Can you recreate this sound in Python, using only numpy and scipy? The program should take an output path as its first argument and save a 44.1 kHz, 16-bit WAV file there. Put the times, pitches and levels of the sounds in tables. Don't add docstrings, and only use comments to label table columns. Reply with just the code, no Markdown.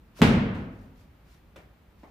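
import sys
import numpy as np
from scipy import signal
from scipy.fft import rfft, irfft, next_fast_len
from scipy.io import wavfile
from scipy.ndimage import map_coordinates

SR = 44100
rng = np.random.default_rng(int(sys.argv[2]) if len(sys.argv) > 2 else 0)


def level_to_linear(level):
    exponent = np.asarray(level, float) / 20
    return 10 ** exponent


def log_audio(samples):
    frames = np.atleast_2d(samples).T
    limited = np.clip(frames, -1, 1)
    pcm = np.round(limited * 32767).astype(np.int16)
    wavfile.write(sys.argv[1], SR, pcm)


N = 92610

# f/Hz, level/dB per Hz
RUMBLE_COLOUR = [(12, -56), (30, -2.5), (60, 7.5), (100, -3), (200, -3.5), (300, -13), (600, -31),
                 (900, -55.5)]
# f/Hz, level/dB per Hz
AIR_COLOUR = [(300, 4), (500, 0), (1200, -4), (2500, -9), (4000, -16.5), (8000, -31.5), (12000, -46.5)]
# f/Hz, level/dB per Hz
HISS_COLOUR = [(1500, -37.5), (4000, -4), (8000, -7.5), (10000, -6.5), (13000, -2.5), (15300, 1.5),
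               (15700, -42)]
# f/Hz, likeness/1
AIR_ALIKE = [(60, 0.99), (180, 0.93), (550, 0.64), (1650, 0.21), (4970, 0.33), (15000, -0.21)]
# f/Hz, left over right/dB
AIR_PAN = [(60, 0.0), (240, -0.5), (950, -0.5), (3770, 1.5), (15000, 1.0)]

# t/s, level/dB, rise/s, fall/s
SWISHES = [
    (0.192, -49, 0.019, 0.025),
    (.84, -70, 0.09, 0.036),
    (1.0, -66, 0.03, 0.04),
    (1.32, -64.5, 0.04, 0.047),
    (1.62, -72, 0.028, 0.029),
    (2.001, -72.5, 0.019, 0.14),
]
# f/Hz, level/dB per Hz
CLOTH_COLOUR = [(240, -16), (500, -17.5), (1200, -14), (2500, -18), (5700, -21.5), (8000, -28),
                (11800, -26.5), (15400, -31)]

# f/Hz, level/dB per Hz
STAMP_COLOUR = [(150, -17), (250, 0.5), (550, 2), (900, -17), (1500, -47.5)]
# t/s, contact level/dB, hall level/dB
KNOCKS = [
    (1.5594, -47.5, -48.5),
    (2.0329, -46.5, -50.5),
]
# f/Hz, level/dB per Hz
KNOCK_COLOURS = [
    [(80, 0), (200, -10), (550, -1.5), (950, -12), (1500, -11), (2300, -11), (5000, -26), (15400, -34.5)],
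    [(200, -1), (450, -6.5), (750, -0.5), (1150, -8.5), (1500, -21), (2250, -15), (3000, -32),
     (9000, -43.5)],
]
# f/Hz, level/dB, t60/s
KNOCK_RINGS = [
    [(548, -46, 0.1), (1490, -49, .03), (2200, -59, .04), (3540, -50.5, 0.023)],
    [(629, -51, 0.055), (900, -47, 0.026), (458, -58, 0.038), (2310, -61, .02)],
]
# t/s, level/dB
SKIN_TICKS = [
    (1.5644, -44),
    (1.588, -53),
]

# f/Hz, t60/s
HALL_T60 = [(60, 1), (200, 0.86), (500, 0.97), (1500, 0.91), (3000, 0.68), (6000, 0.48), (11000, 0.34)]
# f/Hz, level/dB, t60/s
HALL_MODES = [(42.7, -10.5, 1.2), (74.4, -1, 0.46), (105.4, -3, 1.146), (140, -7, 1), (165, -5.5, 1),
              (195.9, 1.5, 0.82), (225, -30, 1.1), (263, -2.5, 1.094), (386.4, -13.5, 0.28),
              (407.7, -7.5, .7), (463, -6, .8)]
# f/Hz, level/dB per Hz
TAIL_LOW = [(15, -55), (30, -30), (60, -7.5), (150, -3.5), (225, 2), (325, -11), (430, -14.5), (700, -21.5),
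            (1000, -54)]
# f/Hz, level/dB per Hz
TAIL_HIGH = [(350, -8.5), (600, -11), (2700, -13), (5000, -24.5), (7900, -34.5), (12500, -38), (15000, -45),
             (15500, -82.5)]
# f/Hz, left over right/dB
TAIL_PAN = [(60, -.4), (500, 1), (2000, 0), (5200, -1), (7500, 11), (13000, 6)]
# f/Hz, likeness/1
TAIL_ALIKE = [(60, .98), (180, .96), (350, .88), (700, .62), (1300, -.05), (2500, 0), (4500, .3),
              (15000, .1)]

THUD_HZ = [232, 180, 445, 95]
# level/dB, rise/s, t60/s
THUD_MODES = [(-2.5, 0.0029, 0.089), (-8, 0.0023, 0.033), (-12, 0.0063, .12), (-16.5, 0.0064, .2)]
# delay/s, level/dB re slap
SLAP_ECHOES = [(.0045, -6), (.0092, -13), (.0132, -12), (.0172, -12), (.0258, -14), (.0325, -14)]
# f/Hz, level/dB per Hz
SLAP_EDGE_COLOUR = [(4000, -30), (5800, -10), (7200, 0), (9000, -10), (12500, -8), (15000, -18),
                    (16200, -30)]
SLAP_EDGE_DB = [-17.5, -27.5]

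FLOOR_WAVE_S, SLAP_S, THUD_S = 0.2098, 0.21805, 0.2194
BOUNCE_S = 0.541
DUCK_DB, RECOVER_S = 4, 0.42


def unit(x):
    return x / np.sqrt(np.mean(x ** 2) + 1e-20)


def along(points, hz):
    f, v = np.transpose(points)
    return np.interp(np.log(hz + 1), np.log(f + 1), v)


def since(s):
    return np.clip(np.arange(N) / SR - s, 0, None)


def wobble(rate):
    knots = rng.standard_normal(int(N * rate / SR) + 4)
    return map_coordinates(knots, [np.arange(N) * rate / SR])


def rush(spectrum, alike, pan):
    m = next_fast_len(N)
    hz = np.fft.rfftfreq(m, 1 / SR)
    turn = np.arccos(np.clip(along(alike, hz), -1, 1)) / 2
    points = [(0.73, -120)] + list(spectrum) + [(spectrum[-1][0] * 1.05, -120)]
    gain = level_to_linear(along(points, hz))
    mid, side = rfft(rng.standard_normal((2, m))) * gain * [np.cos(turn), np.sin(turn)]
    lean = level_to_linear(along(pan, hz) / 2)
    return unit(irfft([(mid + side) * lean, (mid - side) / lean], m)[:, :N])


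def ring(s, hz, db, rise_s, t60, phase=0):
    t = since(s)
    return level_to_linear(db - 60 * t / t60) * (1 - np.exp(-t / rise_s)) * np.sin(2 * np.pi * hz * t + phase)


def burst(s, db, colour, t60, rise_s):
    t = since(s)
    noise = rush(colour, [(500, 0.76), (8000, 0.96)], [(500, 0)])
    return noise * (1 - np.exp(-t / rise_s)) * level_to_linear(db - 60 * t / t60)


def hall(s, db, colour, share=1):
    hz, t, z = signal.stft(rush(colour, TAIL_ALIKE, TAIL_PAN), SR, nperseg=512)
    t60 = share * along(HALL_T60, hz)[:, None]
    fall = level_to_linear(db - 60 * np.clip(t - s, 0, None) / t60)
    build = 1 - np.exp(-since(s) / 0.0036)
    return signal.istft(z * fall, SR, nperseg=512)[1][:, :N] * build


def ventilation():
    rumble = level_to_linear(-56 + 0.83 * wobble(6.6)) * rush(RUMBLE_COLOUR, AIR_ALIKE, AIR_PAN)
    air = level_to_linear(-64.5 + 0.5 * wobble(4.8)) * rush(AIR_COLOUR, AIR_ALIKE, AIR_PAN)
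    hiss = level_to_linear(-77.5) * rush(HISS_COLOUR, [(5000, 0.05)], [(5000, 0.7)])
    return rumble + air + hiss


def cloth():
    t = np.arange(N) / SR
    swell = 0
    for s, db, rise_s, fall_s in SWISHES:
        width_s = np.where(t < s, rise_s, fall_s)
        swell = swell + level_to_linear(db) * np.exp(-0.5 * ((t - s) / width_s) ** 2)
    grain_db = 1 * wobble(150)
    return swell * level_to_linear(grain_db) * rush(CLOTH_COLOUR, AIR_ALIKE, AIR_PAN)


def stamp():
    return burst(0.19, -32, STAMP_COLOUR, t60=0.1, rise_s=0.0072)


def knocks():
    out = sum(burst(s, db, CLOTH_COLOUR, t60=0.004, rise_s=0.0001) for s, db in SKIN_TICKS)
    rise_s = 0.0006
    for (s, db, hall_db), colour, modes in zip(KNOCKS, KNOCK_COLOURS, KNOCK_RINGS):
        out = out + burst(s, db, colour, 0.07, rise_s)
        out = out + hall(s, hall_db, colour, share=0.5)
        out = out - sum(ring(s, hz, ring_db, rise_s, t60) for hz, ring_db, t60 in modes)
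    return out


def rebound():
    low = hall(BOUNCE_S, -49, TAIL_LOW, share=0.53)
    high = hall(BOUNCE_S, -53.5, TAIL_HIGH, share=0.99)
    return low + high + burst(BOUNCE_S, -72, CLOTH_COLOUR, t60=0.02, rise_s=0.0004)


def hall_boom():
    phases = rng.uniform(0, 2 * np.pi, len(HALL_MODES))
    return sum(ring(THUD_S, hz, -22.5 + db, 0.026, t60, phase)
               for (hz, db, t60), phase in zip(HALL_MODES, phases))


def hall_tail():
    low = hall(THUD_S, -14.5, TAIL_LOW) * (1 - np.exp(-since(THUD_S) / 0.022))
    high = hall(SLAP_S, -22.5, TAIL_HIGH)
    early = hall(SLAP_S, -19, TAIL_HIGH, share=0.19)
    return low + high + early


def floor_wave():
    return ring(FLOOR_WAVE_S, 165, -13, rise_s=0.0034, t60=0.17, phase=-1.6)


def thud():
    direct = sum(ring(THUD_S, hz, *mode) for hz, mode in zip(THUD_HZ, THUD_MODES))
    wall_delay_s, wall_db = 0.0303, -8
    return direct + level_to_linear(wall_db) * np.roll(direct, round(wall_delay_s * SR))


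def slap():
    t = np.arange(N) / SR - SLAP_S
    slap_db, width_s = -1.8, 0.000076
    pulse = 0
    for lag, db in [(0, 0.0055)] + SLAP_ECHOES:
        pulse = pulse - level_to_linear(slap_db + db) * np.exp(-0.5 * ((t - lag) / width_s) ** 2)
    edge = burst(SLAP_S, 0, SLAP_EDGE_COLOUR, t60=0.0034, rise_s=0.00005)
    return pulse + edge * level_to_linear(SLAP_EDGE_DB)[:, None]


def scene():
    background = ventilation() + cloth() + stamp() + knocks()
    slam = rebound() + hall_boom() + hall_tail() + floor_wave() + thud() + slap()
    return background + level_to_linear(DUCK_DB) * slam


def roll_off(x):
    return signal.sosfilt(signal.butter(12, 16310, fs=SR, output="sos"), x)


def record(dry):
    t = since(FLOOR_WAVE_S)
    duck_db = DUCK_DB * np.clip(1 - t / RECOVER_S, 0, 1) * (t > 0)
    hz = np.fft.rfftfreq(N, 1 / SR)
    mix = irfft(rfft(dry * level_to_linear(-duck_db)) * (hz < 16250), N)
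    return roll_off(mix)


dry = scene()
out = record(dry)
log_audio(out)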